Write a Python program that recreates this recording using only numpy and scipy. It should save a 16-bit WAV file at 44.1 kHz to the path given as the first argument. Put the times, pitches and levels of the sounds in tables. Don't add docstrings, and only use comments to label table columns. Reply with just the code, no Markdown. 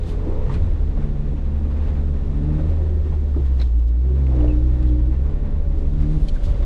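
import sys
import numpy as np
from scipy import signal
from scipy.fft import rfft, irfft, next_fast_len
from scipy.io import wavfile
from scipy.ndimage import uniform_filter1d, map_coordinates

SR = 44100
rng = np.random.default_rng(int(sys.argv[2]) if len(sys.argv) > 2 else 0)


def store_pcm(level_fs):
    pcm = np.round(np.clip(level_fs, -1, 1) * 32767).astype(np.int16)
    wavfile.write(sys.argv[1], SR, np.atleast_2d(pcm).T)


N = 293265

# time in seconds, firing rate in Hz. An order is a multiple of this rate.
FIRING_HZ = [(0, 83.7), (.15, 83.13), (.3, 85.7), (.5, 86.3), (.8, 71.67), (1.03, 72.33), (1.28, 70.63),
             (1.8, 73.9), (2.25, 69.27), (2.66, 78.15), (2.87, 77.8), (3.33, 70.93), (3.78, 56.6),
             (3.95, 59.1), (4.19, 68.8), (4.41, 59.95), (4.57, 60.2), (4.7, 63), (4.94, 60.37),
             (5.1, 62.96), (5.28, 70.1), (5.45, 71.55), (5.78, 67.83), (6.15, 77.3), (6.32, 70.5),
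             (6.65, 69.45)]
# time in seconds, load from 0 to 1.
LOAD = [(0, 0.18), (.8, 0.28), (1.03, 0.76), (1.52, 0.38), (2.25, 0.54), (2.55, 0.98), (2.9, 0),
        (3.12, 0.23), (3.6, 0.23), (3.84, 0.23), (4.25, 0.8), (5.0, 0.68), (5.45, 0.46), (5.75, 0.39),
        (6.0, 0.77), (6.16, 0.91), (6.33, 0.24), (6.65, 0.3)]
# time in seconds, level in dB.
BOOM_DB = [(0, -28), (.4, -29), (.8, -21), (1.12, -36.5), (1.52, -22), (2.05, -21.5), (2.42, -27.5),
           (2.68, -19.5), (3.25, -19.5), (3.6, -16), (5.05, -16), (5.45, -29.5), (5.62, -23), (6.0, -23.5),
           (6.27, -32.5), (6.65, -25.5)]
# centre in Hz, width in Hz, full-load level in dB, no-load drop in dB.
GROWL_PIPE = (216.5, 35.5, -32, 19.5)
HOWL_PIPE = (299, 19, -14, 51.5)
# order, level in dB against the howl.
HOWL_OVERTONES = [(6, -18), (9, -26)]
# order, relative level in dB.
UPPER_ORDERS = [(2.5, -13.5), (3.5, -10), (4.5, -13), (5.75, -15), (6, -12.5), (7, -10.5), (8, -16.5)]
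# centre in Hz, width in Hz, peak in dB.
CABIN_MODES = [(257, 34, -1), (313, 3.2, -20), (418.3, 42, 1)]
# time in seconds, level at housing resonance in dB.
WHINE_DB = [(0, -67), (2, -70), (2.6, -50), (4, -56), (4.6, -39.5), (5.3, -51), (5.8, -46.5), (6.65, -47.5)]
# peak time in seconds, level in dB, order, half length in seconds.
SINGING = [(0.33, -44, 5, 0.13), (0.353, -44, 6, 0.049), (.35, -43, 6.5, 0.053), (1.75, -43, 3, .19),
           (2.52, -35.5, 4, .1), (2.704, -50, 7, 0.082), (2.946, -38.5, 2.5, 0.087), (4.844, -54, 9, 0.25),
           (4.915, -40, 5, 0.037), (5.095, -34, 5, 0.013), (5.293, -46, 6, 0.03), (5.805, -44, 6, 0.032),
           (6.08, -36, 4, .1)]

# base in dB, slope in dB per Hz of firing rate, full-load rise in dB.
ROAR_LAW = (-44, 0.16, 3.9)
CLATTER_LAW = (-52, 0.23, 2.3)
# time in seconds, gain in dB.
THROTTLE_DB = [(0, -0.5), (2.8, 1), (3.2, -1.5), (3.5, 0.5), (3.68, -0.5), (3.76, -2.5), (4.05, -2),
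               (4.3, 0), (5.8, 0), (6.1, -1.5), (6.35, 0.5), (6.65, 3)]
# time in seconds, level in dB against the clatter.
CASING_DB = [(0, -21.5), (2.2, -19.5), (2.85, -16.5), (3.4, -15), (4.4, -20), (4.85, -14.5), (5.6, -15),
             (6.2, -24), (6.65, -24)]
# peak time in seconds, grit level in dB, half length in seconds.
SLIPS = [(.1, -50, 0.087), (.52, -42.5, 0.051), (.7, -50.5, 0.11), (1.0, -49, 0.07), (1.88, -46.5, 0.096),
         (2.25, -54.5, 0.071), (3.45, -56.5, 0.07), (3.61, -46.5, 0.024), (4.42, -47.5, 0.11),
         (4.75, -50.5, 0.022), (4.833, -45, 0.008), (5.14, -53, .03), (5.49, -49, 0.037),
         (6.48, -54, 0.063), (6.64, -63, 0.026)]
# time in seconds, relative level in dB.
SHAKE_DB = [(0, -28), (.45, -22), (1.3, -25.5), (1.55, -27), (2.4, -24.5), (3.65, -30), (3.84, -28.5),
            (4.02, -46), (4.28, -37.5), (4.42, -24), (5.0, -25), (5.55, -23), (6.65, -20.5)]
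# start in seconds, level in dB, centre in Hz.
KNOCKS = [(0.269, -19.5, 317), (0.495, -27, 990), (0.469, -22.5, 128.5), (0.529, -17, 95),
          (0.62, -17.5, 83), (0.802, -35, 591.8), (.972, -33, 566.2), (1.27, -26.5, 130), (2.813, -34, 560),
          (3.10, -25, 126.5), (3.122, -35, 843.3), (3.343, -38, 1085), (3.358, -23, 129), (3.361, -22, 297),
          (3.392, -33, 326), (3.602, -37.5, 2070), (3.612, -38, 1410), (3.614, -38, 2240),
          (4.266, -41.5, 2200), (4.315, -31.5, 675.3), (4.405, -33.5, 740), (4.442, -26, 567.4),
          (6.47, -17, 78.8), (6.627, -38.5, 1150)]
# peak time in seconds, level in dB, centre and width in Hz, half length in seconds.
GROANS = [(0.315, -39.5, 482, 50, 0.12), (0.322, -45.5, 860, 378, 0.11), (2.655, -50.5, 586, 59.8, 0.17),
          (2.968, -36.5, 361, 42, 0.16), (3.763, -39.5, 297, 35, 0.029), (5.809, -37, 288.6, 79.3, .08),
          (4.085, -38, 366.8, 30, 0.08), (4.43, -37, 466, 259, 0.1)]

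# start in seconds, level in dB, ring pitch in Hz, ring gain from 0 to 1.
TWIGS = [(.033, -42, 3730, 0.64), (0.092, -35.5, 3220, 0.43), (0.54, -36, 4130, 0.2), (2.697, -43, 4200, 0),
         (3.598, -40.5, 4070, 0.9), (3.613, -33.5, 3940, 1), (3.621, -40, 3930, 0.82),
         (3.651, -46, 3900, 0.3), (3.797, -49, 4550, .05), (3.882, -52, 4278, 0), (4.822, -45.5, 3830, 0.3),
         (4.888, -41, 3310, 0.3), (6.284, -36.5, 4240, 0.71), (6.285, -38, 3280, .9),
         (6.627, -41, 3540, 0.62)]
# ratio to the ring pitch, level in dB.
PANEL_MODES = [(1, -0.5), (.58, -10), (1.22, -10.5)]
# time in seconds, relative level in dB.
BRUSH_DB = [(0, -66), (1.3, -70), (1.9, -69), (3.5, -67.5), (3.9, -72), (4.4, -66), (5.5, -72),
            (6.2, -64.5), (6.65, -64)]
# peak time in seconds, level in dB, half length in seconds, fizz offset in dB.
SWEEPS = [(0.097, -53, 0.032, -12.5), (0.54, -55, 0.021, -17.5), (.64, -66, 0.034, -10),
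          (2.701, -63, 0.015, -18), (3.464, -59, 0.014, -26.5), (3.621, -59, 0.054, -22.5),
          (3.797, -62.5, 0.0066, -26), (3.884, -60.5, 0.0087, -25), (4.871, -64, 0.027, -9.5),
          (5.79, -63, 0.013, -17), (6.016, -59.5, 0.014, -12), (6.128, -63, 0.036, -9),
          (6.234, -64.5, .028, -4), (6.289, -50, 0.0091, -16.5), (6.354, -57, 0.011, -11.5),
          (6.452, -49.5, 0.016, -20), (6.505, -60, 0.018, -11.5)]
# peak time in seconds, relative level in dB, pitch in Hz, half length in seconds.
SQUEAKS = [(4.409, -50.5, 2884, .006), (4.482, -47.5, 2800, 0.0029), (4.511, -48.5, 2620, 0.01),
           (6.29, -45, 3124, 0.0052), (6.366, -43.5, 1520, .005)]
# peak time in seconds, level in dB, half length in seconds.
RATTLES = [(.54, -52.5, 0.028), (4.85, -56.5, 0.033), (6.02, -56, .025), (6.48, -56, 0.091)]

# frequency in Hz, relative density in dB.
RUMBLE_SPECTRUM = [(8, -35), (20, 10.5), (27, 12.5), (40, 13), (50, 4), (65, 4), (100, -12), (160, -55),
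                   (500, -150)]
ROAR_SPECTRUM = [(40, -18.5), (90, 0.5), (140, 9.5), (200, 2.5), (280, 2.5), (400, -5), (560, -7.5),
                 (660, -15.5), (760, -13.5), (1000, -30.5), (1500, -27), (4000, -130)]
CLATTER_SPECTRUM = [(500, 2.5), (900, 4.5), (1150, 2), (1330, -2.5), (1700, -4.5), (1980, -5), (2750, -9),
                    (3050, -13.5), (3700, -13), (4800, -23), (8000, -28.5), (11000, -47), (16000, -88.5)]
LEAF_SPECTRUM = [(500, -41), (1500, -7.5), (3500, 6), (5000, -0.5), (7000, -4.5), (8900, -9), (10000, -14),
                 (11200, -20.5), (12500, -18), (14000, -28), (15500, -47.5)]
FIZZ_SPECTRUM = [(4000, -37.5), (7500, -3), (9200, -1.5), (10500, -3.5), (11300, -13), (12800, -8.5),
                 (14200, -17.5), (15500, -29.5)]

CRUISE_HZ, ORDERS_DB_PER_HZ = 70, 0.31
DRONE_DB, DRONE_NO_LOAD_DROP_DB = -21.5, 26.5
BOOM_OVERTONE_DB, FOURTH_DB = -39.5, -16.5
GROWL_LEAK_DB, HOWL_LEAK_DB = -13.5, -12
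BELT_ORDER, HOUSING_HZ, HOUSING_WIDTH_HZ = 8.22, 578, 26
CASING_HZ, CASING_WIDTH_HZ = 1822, 70
SLIP_ROAR_DB = 7.5
KNOCK_T60_AT_100_HZ_S, KNOCK_DAMPING_POWER = 0.52, 0.83
TWIG_RING_T60_S, TWIG_RING_WIDTH_HZ = 0.048, 520
TWIG_CRACK_T60_S, TWIG_CRACK_DB = 0.024, -9
RATTLE_PER_S, RATTLE_HZ, RATTLE_SPREAD_OCTAVES, RATTLE_DECAY_CYCLES = 410, 2130, 0.65, 3.5
BAND_LIMIT_HZ = 15460


def engine(fired, phases):
    rate_hz, boom_db, slack = curve(FIRING_HZ), curve(BOOM_DB), 1 - curve(LOAD)
    floor_db = running_db(ROAR_LAW) + ORDERS_DB_PER_HZ * (rate_hz - CRUISE_HZ)
    drone_db = DRONE_DB - DRONE_NO_LOAD_DROP_DB * slack

    def tone(order, gain, rough, flutter_hz=25):
        return gain * order_tone(fired, phases, order, rough, flutter_hz)

    def mode_gain(order, centre_hz, width_hz):
        return np.abs(resonance(rate_hz * order, centre_hz, width_hz)) ** 2

    def cabin(order):
        return 0.64 + sum(amp(db) * mode_gain(order, hz, width_hz) for hz, width_hz, db in CABIN_MODES)

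    def piped(order, pipe, leak_db):
        hz, width_hz, full_db, drop_db = pipe
        resonant = amp(full_db - drop_db * slack) * mode_gain(order, hz, width_hz)
        return resonant + cabin(order) * amp(floor_db + leak_db)

    boom = tone(1, amp(boom_db), rough=0.04)
    drone = tone(2, amp(drone_db) + amp(boom_db + BOOM_OVERTONE_DB), rough=0.07)
    growl = tone(3, piped(3, GROWL_PIPE, GROWL_LEAK_DB), rough=0.13)
    howl_gain = piped(5, HOWL_PIPE, HOWL_LEAK_DB)
    howl = tone(5, howl_gain, rough=0.15, flutter_hz=35)
    for order, db in HOWL_OVERTONES:
        howl += tone(order, howl_gain * amp(db), rough=0.52, flutter_hz=50)
    fourth = tone(4, cabin(4) * amp(drone_db + FOURTH_DB), rough=0.08)
    upper = sum(tone(order, cabin(order) * amp(floor_db + db - 2), rough=0.41)
                for order, db in UPPER_ORDERS)
    return boom + drone + growl + howl + fourth + upper


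def firings():
    return np.cumsum(curve(FIRING_HZ) * (1 + 0.0049 * wobble(25))) / SR


def order_tone(fired, phases, order, rough, flutter_hz=25):
    angle = 2 * np.pi * (order * fired + phases[round(2 * order)])
    in_phase = (1 + rough * wobble(flutter_hz)) * np.sin(angle)
    quadrature = rough * wobble(flutter_hz) * np.cos(angle)
    return np.sqrt(2) * (in_phase + quadrature)


def body_rumble():
    noise = coloured(rng.standard_normal(N), RUMBLE_SPECTRUM)
    envelope = uniform_filter1d(np.abs(signal.hilbert(noise)), size=4000)
    return amp(curve(SHAKE_DB) + 4) * unit(noise / (envelope + 0.1))


def running_noise(fired):
    slip = swells(SLIPS)
    roar_gain = np.hypot(amp(running_db(ROAR_LAW) + 6.5), amp(SLIP_ROAR_DB) * slip)
    clatter_gain = np.hypot(amp(running_db(CLATTER_LAW)), slip)
    beat = 1 + 0.043 * np.cos(2 * np.pi * fired) + 0.081 * np.cos(np.pi * fired / 2)
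    roar = coloured(grit(clump_db=0.5, rate_hz=58) * beat, ROAR_SPECTRUM)
    grains = grit(clump_db=0.5, rate_hz=420) * (3.7 + beat) * amp(1.5 * wobble(35))
    clatter = coloured(grains, CLATTER_SPECTRUM)
    casing = amp(curve(CASING_DB)) * band(rng.standard_normal(N) * beat, CASING_HZ, CASING_WIDTH_HZ)
    return roar_gain * roar + clatter_gain * (clatter + casing)


def running_db(law):
    base_db, db_per_hz, load_db = law
    speed_db = db_per_hz * (curve(FIRING_HZ) - CRUISE_HZ)
    return base_db + speed_db + load_db * curve(LOAD) + curve(THROTTLE_DB)


def knocks():
    out, t = np.zeros(N + SR), np.arange(SR // 2) / SR
    attack = 1 - np.exp(-t / 0.0012)
    for start_s, db, hz in KNOCKS:
        t60_s = KNOCK_T60_AT_100_HZ_S * (100 / hz) ** KNOCK_DAMPING_POWER
        shudder = band(rng.standard_normal(len(t)), hz, width_hz=0.5 * hz) * amp(-60 * t / t60_s)
        thud = np.sin(2 * np.pi * hz * t) * np.exp(-hz * t / 4)
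        out[round(start_s * SR):][:len(t)] += amp(db) * (thud + 0.58 * shudder) * attack
    return out[:N]


def groans():
    return sum(swells([(peak_s, db, half_s)]) * band(rng.standard_normal(N), hz, width_hz)
               for peak_s, db, hz, width_hz, half_s in GROANS)


def singing_panels(fired, phases):
    return sum(swells([(peak_s, db, half_s)]) * order_tone(fired, phases, order, rough=0.15)
               for peak_s, db, order, half_s in SINGING)


def belt_whine(fired, phases):
    housing = np.abs(resonance(curve(FIRING_HZ) * BELT_ORDER, HOUSING_HZ, HOUSING_WIDTH_HZ))
    whine = order_tone(fired, phases, BELT_ORDER, rough=0.3, flutter_hz=41)
    return housing * amp(curve(WHINE_DB)) * whine


def twigs():
    out, t = np.zeros(N + SR), np.arange(SR // 4) / SR
    attack = 1 - np.exp(-t / 0.0012)
    hiss = coloured(rng.standard_normal(N + SR), LEAF_SPECTRUM)
    for start_s, db, ring_hz, ring_gain in TWIGS:
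        def panel(hz):
            return sum(amp(mode_db) * resonance(hz, ratio * ring_hz, TWIG_RING_WIDTH_HZ) ** 2
                       for ratio, mode_db in PANEL_MODES)

        start = round(start_s * SR)
        ring = unit(filtered(rng.standard_normal(len(t)), panel)) * amp(-60 * t / TWIG_RING_T60_S)
        crack = hiss[start:][:len(t)] * amp(TWIG_CRACK_DB - 60 * t / TWIG_CRACK_T60_S)
        out[start:][:len(t)] += amp(db) * (ring_gain * ring + crack) * attack
    return out[:N]


def foliage():
    brush = coloured(grit(clump_db=1.0, rate_hz=1300), LEAF_SPECTRUM)
    scrape = coloured(grit(clump_db=1.5, rate_hz=940), LEAF_SPECTRUM)
    fizz = coloured(grit(clump_db=2.2, rate_hz=1100), FIZZ_SPECTRUM)
    scrape_gain = swells([(peak_s, db, half_s) for peak_s, db, half_s, _ in SWEEPS])
    fizz_gain = swells([(peak_s, db + fizz_db, half_s) for peak_s, db, half_s, fizz_db in SWEEPS])
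    return amp(curve(BRUSH_DB) + 4.5) * brush + scrape_gain * scrape + fizz_gain * fizz


def squeaks():
    out, t, waver = np.zeros(N), np.arange(N) / SR, wobble(700)
    for peak_s, db, pitch_hz, half_s in SQUEAKS:
        near = np.abs(t - peak_s) < 0.04
        offset = (t[near] - peak_s) / half_s
        glide_hz = pitch_hz * (1 - 0.01218 * offset + 0.044 * waver[near])
        chirp = np.sin(2 * np.pi * np.cumsum(glide_hz) / SR)
        out[near] += amp(db + 1.5) * np.exp(-0.5 * offset ** 2) * chirp
    return out


def rattles():
    out, t = np.zeros(N + SR), np.arange(SR // 50) / SR
    sizes, pitches, jitter = rng.standard_normal((int(RATTLE_PER_S * N / SR), 3)).T
    elapsed = np.cumsum(np.hypot(sizes, jitter))
    starts = (N * elapsed / elapsed[-1]).astype(int)
    for start, size, pitch in zip(starts, sizes, pitches):
        hz = RATTLE_HZ * 2 ** (RATTLE_SPREAD_OCTAVES * np.clip(pitch, -2, 2))
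        out[start:][:len(t)] += size * np.sin(2 * np.pi * hz * t) * np.exp(-hz * t / RATTLE_DECAY_CYCLES)
    return swells(RATTLES) * unit(out[:N])


def amp(db):
    return 10 ** (np.asarray(db) / 20)


def unit(x):
    return x / np.sqrt(np.mean(x ** 2) + 1e-20)


def curve(rows):
    return np.interp(np.arange(N) / SR, *np.transpose(rows))


def swells(rows):
    t = np.arange(N) / SR
    return sum(amp(db) * np.exp(-0.5 * ((t - peak_s) / half_s) ** 2) for peak_s, db, half_s in rows)


def wobble(rate_hz):
    knots = rng.standard_normal(int(N * rate_hz / SR) + 4)
    return map_coordinates(knots, [np.arange(N) * rate_hz / SR])


def grit(clump_db, rate_hz):
    return unit(rng.standard_normal(N) * amp(clump_db * wobble(rate_hz)))


def filtered(x, response):
    size = next_fast_len(len(x) + 8192)
    return irfft(rfft(x, size) * response(np.fft.rfftfreq(size, 1 / SR)), size)[:len(x)]


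def coloured(x, spectrum):
    points_hz, db = np.transpose(spectrum)
    return unit(filtered(x, lambda hz: amp(np.interp(np.log(hz + 1), np.log(points_hz), db))))


def resonance(hz, centre_hz, width_hz):
    return 1j * hz * width_hz / (centre_hz ** 2 - hz ** 2 + 1j * hz * width_hz)


def band(x, centre_hz, width_hz):
    return unit(filtered(x, lambda hz: resonance(hz, centre_hz, width_hz) ** 2))


def scene():
    fired = firings()
    chassis = body_rumble() + running_noise(fired) + groans() + knocks() + squeaks() + rattles()
    phases = rng.random(64)
    tones = engine(fired, phases) + belt_whine(fired, phases) + singing_panels(fired, phases)
    return (tones + chassis + foliage() + twigs())[None]


def record(dry):
    return filtered(dry[0], lambda hz: hz < BAND_LIMIT_HZ)[None]


dry = scene()
out = record(dry)
store_pcm(out)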